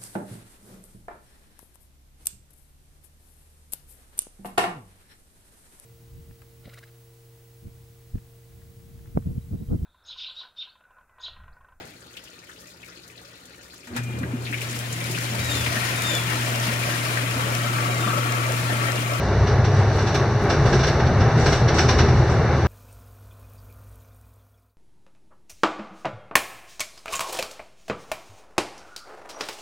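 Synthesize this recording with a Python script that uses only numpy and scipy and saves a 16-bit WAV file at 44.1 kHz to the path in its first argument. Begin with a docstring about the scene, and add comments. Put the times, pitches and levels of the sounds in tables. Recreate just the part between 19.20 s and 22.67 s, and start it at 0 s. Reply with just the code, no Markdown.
"""Inside a moving city bus

Near the driver, the engine drones at low orders of its crankshaft and slowly gains speed. The road excites
a boom in the body and a roar in the tyres, over a steady ventilation hiss with a faint fan whine. Bumps
thud through the low modes of the body and set off bursts of small impacts: loose panels rattle, and metal
fittings jingle and click in the reverberant cabin."""
import sys
import numpy as np
from scipy import signal
from scipy.fft import rfft, irfft, next_fast_len
from scipy.io import wavfile
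from scipy.ndimage import map_coordinates

SR = 44100
rng = np.random.default_rng(int(sys.argv[2]) if len(sys.argv) > 2 else 0)


def bounce(signal):
    """Save signal as a 16-bit WAV file at the path given by the first command-line argument."""
    frames = np.transpose(np.atleast_2d(signal))
    limited = np.clip(frames, -1, 1)
    pcm = np.round(limited * 32767).astype(np.int16)
    wavfile.write(sys.argv[1], SR, pcm)


N = 153027
METAL_TAPS_PER_S = 320

# Coherence of the sound of the bus's structure, and of its small metal parts.
# Each row: frequency in Hz, correlation of left and right.
BODY_COHERENCE = [(30, 0.96), (100, 1), (450, 0.99), (850, 0.98), (1600, 0.95), (3000, 0.72), (6000, .45)]
METAL_COHERENCE = [(6000, 0.11)]


def amp(db):
    """Decibels as an amplitude ratio."""
    return 10 ** (np.asarray(db) / 20)


def unit(x):
    """Normalisation to rms 1."""
    return x / np.sqrt(np.mean(x ** 2) + 1e-20)


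def along(points, hz):
    """Interpolation of (Hz, value) points on a logarithmic frequency axis."""
    f, values = np.transpose(points)
    return np.interp(np.log(hz + 1), np.log(f + 1), values)


def curves(rows):
    """Linear interpolation in time: one curve for each column after the first."""
    times, *columns = np.transpose(rows)
    return [np.interp(np.arange(N) / SR, times, column) for column in columns]


def wobble(rate):
    """Slow random modulation: a spline through rate Gaussian knots a second."""
    return map_coordinates(rng.standard_normal(1024), [np.arange(N) * rate / SR], mode="wrap")


def filtered(x, response):
    """Linear filtering: the spectrum of x times a frequency response."""
    size = next_fast_len(N + SR // 2)
    return irfft(rfft(x, size) * response(np.fft.rfftfreq(size, 1 / SR)), size)[..., :N]


def resonances(f, modes):
    """Modal superposition: the summed response of damped (Hz, width in Hz, dB) resonators."""
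    return sum(amp(db) * 1j * f * w / (c * c - f * f + 1j * f * w) for c, w, db in modes)


def coloured(pair, spectrum, coherence):
    """Mid-side mixing: two independent signals become partly coherent, spectrally shaped stereo of rms 1."""
    def response(hz):
        angle = np.arccos(np.clip(along(coherence, hz), -1, .999)) / 2
        return amp(along(spectrum, hz)) * [np.cos(angle), np.sin(angle)]
    mid, side = filtered(pair, response)
    return unit(np.array([mid + side, mid - side]))


def rush(spectrum, coherence):
    """Filtered Gaussian noise, in stereo, of rms 1."""
    return coloured(rng.standard_normal((2, N)), spectrum, coherence)


def tone(hz):
    """A sinusoid of rms 1 whose phase is the integral of its frequency."""
    return np.sqrt(2) * np.sin(2 * np.pi * (np.cumsum(hz) / SR + rng.random()))


def shake(start, rise_s, hold_s, fall_db_per_s):
    """Envelope of a damped vibration: a linear rise, and exponential decay from hold_s after the start."""
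    t = np.arange(N) / SR - start
    return np.clip(t / rise_s, 0, 1) * amp(-fall_db_per_s * np.maximum(t - hold_s, 0))


def taps(rate, ring_s, scatter_db):
    """Shot noise: irregular contacts, each an exponentially decaying crack; two channels of rms 1."""
    offsets, sizes = rng.random(8192), rng.standard_normal(8192)
    at = ((np.arange(len(offsets)) + offsets) * SR / rate).astype(int)
    blows = np.bincount(at[at < N], amp(scatter_db * sizes[at < N]) ** 2, N)
    power = signal.lfilter([1], [1, -np.exp(-2 / (ring_s * SR))], blows)
    return unit(np.sqrt(power) * rng.standard_normal((2, N)))


def cabin(x, wet_db, t60_s=0.41):
    """Reverberation: the cabin adds a diffuse, exponentially decaying tail to the direct sound."""
    t = np.arange(SR // 2) / SR
    tail = rng.standard_normal((2, len(t))) * np.exp(-np.log(1000) * t / t60_s)
    tail /= np.linalg.norm(tail, axis=1, keepdims=True)
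    return x + amp(wet_db) * signal.fftconvolve(x, tail, axes=1)[:, :N]


def ventilation():
    """Broadband and tonal fan noise: moving air hisses over a narrow-band hum and a thin whine."""
    # Air hiss. Each row: frequency in Hz, relative spectral density in dB.
    spectrum = [(30, -20.5), (300, -1), (750, 8.5), (1000, 4.5), (1800, 3.5), (2700, -3), (4200, 0),
                (5000, -2.5), (6050, 0), (6700, -18.5), (7800, -20.5), (9000, -26.5), (12000, -31.5),
                (15800, -36.5)]
    # Each row: frequency in Hz, correlation of left and right.
    coherence = [(1000, 0.89), (2000, 0.74), (3000, 0.64), (5800, 0.28), (10000, 0.19)]
    hum_hz, width_hz, whine_hz = 411.7, 20, 1125
    hum = filtered(rng.standard_normal(N), lambda f: resonances(f, [(hum_hz, width_hz, 0)]) ** 2)
    whine = amp(-44 + 3.4 * wobble(5.2)) * tone(whine_hz * (1 + 0.002 * wobble(24)))
    hiss = amp(-35.5 + 0.53 * wobble(12)) * rush(spectrum, coherence)
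    return hiss + amp(-34.5) * unit(hum) + whine


def clinks():
    """Impact noise: a small loose part bounces in quick succession, making a crisp, very bright click."""
    # Each row: start in seconds, level in dB.
    clicks = [(.752, -56), (.938, -50.5), (1.208, -53), (1.29, -57), (1.45, -56), (1.662, -52.5),
              (2.255, -54), (2.315, -56), (2.574, -50.5), (2.682, -53)]
    # Each row: frequency in Hz, relative spectral density in dB.
    spectrum = [(2500, -23), (8000, 5), (12500, -3.5), (15800, -9)]
    power = sum((amp(db) * shake(s, rise_s=0.0097, hold_s=0.022, fall_db_per_s=482)) ** 2
                for s, db in clicks)
    contacts = np.sqrt(power) * taps(METAL_TAPS_PER_S, ring_s=.0022, scatter_db=4.5)
    contacts = cabin(contacts, wet_db=-2.5)
    return contacts.std() * coloured(contacts, spectrum, METAL_COHERENCE)


def fittings():
    """Impacts excite lightly damped modes: metal parts chatter faintly all the time and jingle on bumps."""
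    # Each row: start in seconds, time until the decay in seconds, level in dB.
    jingles = [(0.706, 0.04, -42.5), (0.764, 0.069, -44), (0.92, 0.04, -44), (1.287, 0.03, -40),
               (1.432, 0.14, -41.5), (1.646, 0.033, -41.5), (2.171, 0.17, -36.5), (2.538, 0.058, -33),
               (2.676, 0.035, -38.5), (2.788, 0.03, -45), (2.93, 0.058, -44.5)]
    # Ringing of the metal. Each row: frequency in Hz, bandwidth in Hz, gain in dB.
    modes = [(5780, 81, -1), (6900, 35, 13), (7450, 45, 6), (7800, 180, 9.5), (8480, 100, 2)]
    # Spectral envelope. Each row: frequency in Hz, relative gain in dB.
    spectrum = [(300, -46), (1500, 4), (4500, 5.5), (6000, 5.5), (6700, -11), (8300, -14), (9500, -22.5),
                (13000, -27), (15800, -35)]
    jingle_power = sum((amp(db) * shake(s, rise_s=0.007, hold_s=hold, fall_db_per_s=302)) ** 2
                       for s, hold, db in jingles)
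    chatter = amp(-59.5 + 7 * wobble(12))
    force = np.sqrt(jingle_power + chatter ** 2)
    contacts = cabin(force * taps(METAL_TAPS_PER_S, ring_s=0.0036, scatter_db=2.0), wet_db=2.5)
    ringing = filtered(contacts, lambda f: 1 + resonances(f, modes))
    pan = amp([[0.5], [-0.5]])
    return contacts.std() * coloured(ringing, spectrum, METAL_COHERENCE) * pan


def panels():
    """Repeated contact drives panel resonances: each bump gives a bright rattle, a knock and a buzz."""
    # Each row: start in seconds, level in dB, knock and buzz in dB relative to that level.
    rattles = [(0.264, -31, -3, -7), (0.438, -30.5, -4, -8.5), (.78, -34, 7, -5), (0.863, -27.5, -7, -16),
               (0.939, -25, -2.5, -12), (1.292, -25.5, -3, -7), (1.453, -31, 0, -9),
               (1.523, -26.5, 1.5, -6), (1.588, -28.5, -4.5, -9.5), (1.627, -25, -0.5, -6),
               (1.664, -26, -3.5, -5.5), (1.79, -34, 3, -6), (1.855, -34.5, -5, -9), (1.997, -34, 6, -3.5),
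               (2.253, -23.5, 0, -8), (2.318, -25, -0.5, -7), (2.476, -27, 0.5, -6.5), (2.578, -20, 0, -5),
               (2.682, -20.5, -3.5, -5.5), (2.78, -23.5, 0, -5), (2.878, -33.5, 6, -8)]
    # Hollow resonances of the panels. Each row: frequency in Hz, bandwidth in Hz, gain in dB.
    modes = [(370, 380, -4.5), (530, 55, -4), (793, 64, 0.5), (1427, 160, -0.5), (1612, 130, 7.5),
             (2075, 72, -1), (2370, 130, -3.5)]
    # Spectral envelopes. Each row: frequency in Hz, relative gain in dB.
    rattle_spectrum = [(300, 0.5), (1000, 3), (2000, 1), (2800, 1), (4000, 0.5), (4900, -2), (5800, -1.5),
                       (6300, -5), (6650, -23), (7900, -19), (9000, -31), (15800, -44)]
    knock_spectrum = [(150, -22), (350, 3), (2200, -11), (3500, -14.5), (11000, -63.5)]
    # Each row: frequency in Hz, correlation of left and right.
    coherence = [(400, 0.92), (1500, 0.93), (3000, 0.74), (5800, 0.32), (9000, 0.087)]
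    buzz_hz, width_hz = 5450, 650
    power = np.array([(amp(db) * shake(s, rise_s=0.01, hold_s=0.016, fall_db_per_s=451)) ** 2
                      for s, db, *_ in rattles])

    def bursts(gains):
        force = np.sqrt(gains ** 2 @ power)  # incoherent sources add in power
        return cabin(force * taps(rate=1300, ring_s=.0012, scatter_db=0), wet_db=-3)

    _, _, knock_db, buzz_db = np.transpose(rattles)
    rattle, knock, buzz = bursts(np.ones(len(rattles))), bursts(amp(knock_db)), bursts(amp(buzz_db))
    buzz_ring = filtered(buzz, lambda f: resonances(f, [(buzz_hz, width_hz, 0)]))
    knock_ring = filtered(knock, lambda f: resonances(f, modes))
    bright = rattle.std() * coloured(rattle, rattle_spectrum, coherence)
    thin = buzz.std() * coloured(buzz_ring, rattle_spectrum, coherence)
    hollow = knock.std() * coloured(knock_ring, knock_spectrum, BODY_COHERENCE)
    pan = amp([[-0.7], [0.7]])
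    return (bright + thin) * pan + hollow


def thuds():
    """Damped free vibration: a wheel meets a bump, and the soft blow rings the low modes of the body."""
    # Each row: start in seconds, level in dB.
    bumps = [(1.53, -14), (1.93, -19.5), (2.25, -19.5), (2.83, -19.5), (2.98, -16)]
    # Each row: natural frequency in Hz, relative level in dB.
    modes = [(59, -8), (134, -3), (360, -10)]
    sound = np.zeros(N)
    for start, level_db in bumps:
        ring = sum(amp(db) * tone(np.full(N, hz)) for hz, db in modes)
        sound += amp(level_db) * shake(start, rise_s=0.013, hold_s=0.013, fall_db_per_s=174) * ring
    return sound


def road():
    """Random excitation by the road: the body booms and the tyres roar, swelling on rough stretches."""
    # Each row: time in seconds, boom level in dB, tyre level in dB.
    levels = [(.08, -24, -25.5), (.32, -21.5, -25), (.8, -23, -24.5), (1.05, -22.5, -25),
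              (1.33, -22.5, -24), (1.48, -16, -21.5), (1.7, -23.5, -23.5), (1.98, -16, -22),
              (2.15, -20, -23), (2.38, -20.5, -23.5), (2.65, -20, -24), (2.98, -18.5, -22.5),
              (3.17, -21.5, -24.5), (3.45, -22, -21.5)]
    # Each row: frequency in Hz, relative spectral density in dB.
    boom_spectrum = [(14, -32), (27, -13), (41, -22), (50, -13), (60, -4.5), (72, -6.5), (92, -3.5),
                     (125, -1), (155, -9), (180, -14), (235, -14.5), (285, -29), (700, -100)]
    tyre_spectrum = [(30, -51), (130, 5), (220, -12), (283, -8), (340, 0.5), (410, 1.5), (480, -2.5),
                     (570, -2.5), (660, -3.5), (780, -2), (950, -7.5), (1650, -10), (2300, -17.5),
                     (3200, -25), (9000, -74)]
    boom_db, tyres_db = curves(levels)
    boom = amp(boom_db) * rush(boom_spectrum, BODY_COHERENCE)
    roar = amp(tyres_db + wobble(11.42)) * rush(tyre_spectrum, BODY_COHERENCE)
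    return boom + roar


def engine():
    """Harmonics of the crankshaft throb together, and each firing modulates the amplitude of a growl."""
    # Each row: time in seconds, rotation rate of the crankshaft in Hz.
    speeds = [(0, 33.57), (.55, 32.79), (.8, 33.72), (1.2, 34.71), (1.7, 36.51), (2.2, 38.88), (2.55, 40.5),
              (2.85, 41.37), (3.1, 40.35), (3.45, 38.63)]
    # Each row: time in seconds, levels of the 2nd, 3rd and 4th orders in dB.
    order_levels = [(0, -30.5, -28, -40), (.27, -23, -22, -26.5), (.7, -45, -19, -31.5),
                    (.92, -46, -31, -30), (1.25, -31, -39, -34), (1.75, -27, -37, -31.5),
                    (2.2, -35, -26, -25.5), (2.5, -24.5, -24.5, -50), (2.85, -20.5, -25.5, -31),
                    (3.2, -27.5, -23.5, -35), (3.45, -21, -30, -36)]
    # Each row: frequency in Hz, relative spectral density in dB.
    growl_spectrum = [(40, -47), (110, -25), (150, -4), (190, 1.5), (208, -11.5), (240, 0.5), (282, -18.5),
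                      (340, -4.5), (450, -12.5), (700, -14), (1200, -35), (4000, -100)]
    crank_hz = curves(speeds)[0] * (1 + 0.0094 * wobble(11))
    throb_db = 1.2 * wobble(17)
    drone = sum(amp(db + throb_db + 0.5 * wobble(18)) * tone(order * crank_hz)
                for order, db in enumerate(curves(order_levels), 2))
    firing = 1 + 0.5 * tone(3 * crank_hz)  # three firings a revolution
    growl_db = -30.5 + 0.56 * (crank_hz - 40)  # louder with speed
    growl = amp(growl_db) * unit(firing * rush(growl_spectrum, BODY_COHERENCE))
    return drone + growl


def scene():
    """Superposition of all sources, the lows a little to the left and the high treble to the right."""
    # Each row: frequency in Hz, level of left minus right in dB.
    balance = [(500, 0.58), (1200, 1), (2300, -0.1), (4000, 1), (6000, 0), (7800, -3), (11500, -0.5)]
    sound = engine() + road() + thuds() + ventilation() + panels() + fittings() + clinks()
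    return filtered(sound, lambda f: amp(along(balance, f) * np.array([[.5], [-.5]])))


def record(dry):
    """Band-stop and low-pass filtering: the recorder cuts three narrow notches and limits the band."""
    # Each row: centre frequency in Hz, width in Hz.
    notches = [(2500, 136), (3200, 325), (5000, 280)]
    top_hz = 15800

    def response(f):
        stops = [(c * c - f * f) / (c * c - f * f + 1j * f * w) for c, w in notches]
        return np.prod(stops, axis=0) * (f < top_hz)
    return filtered(dry, response)


dry = scene()
out = record(dry)
bounce(out)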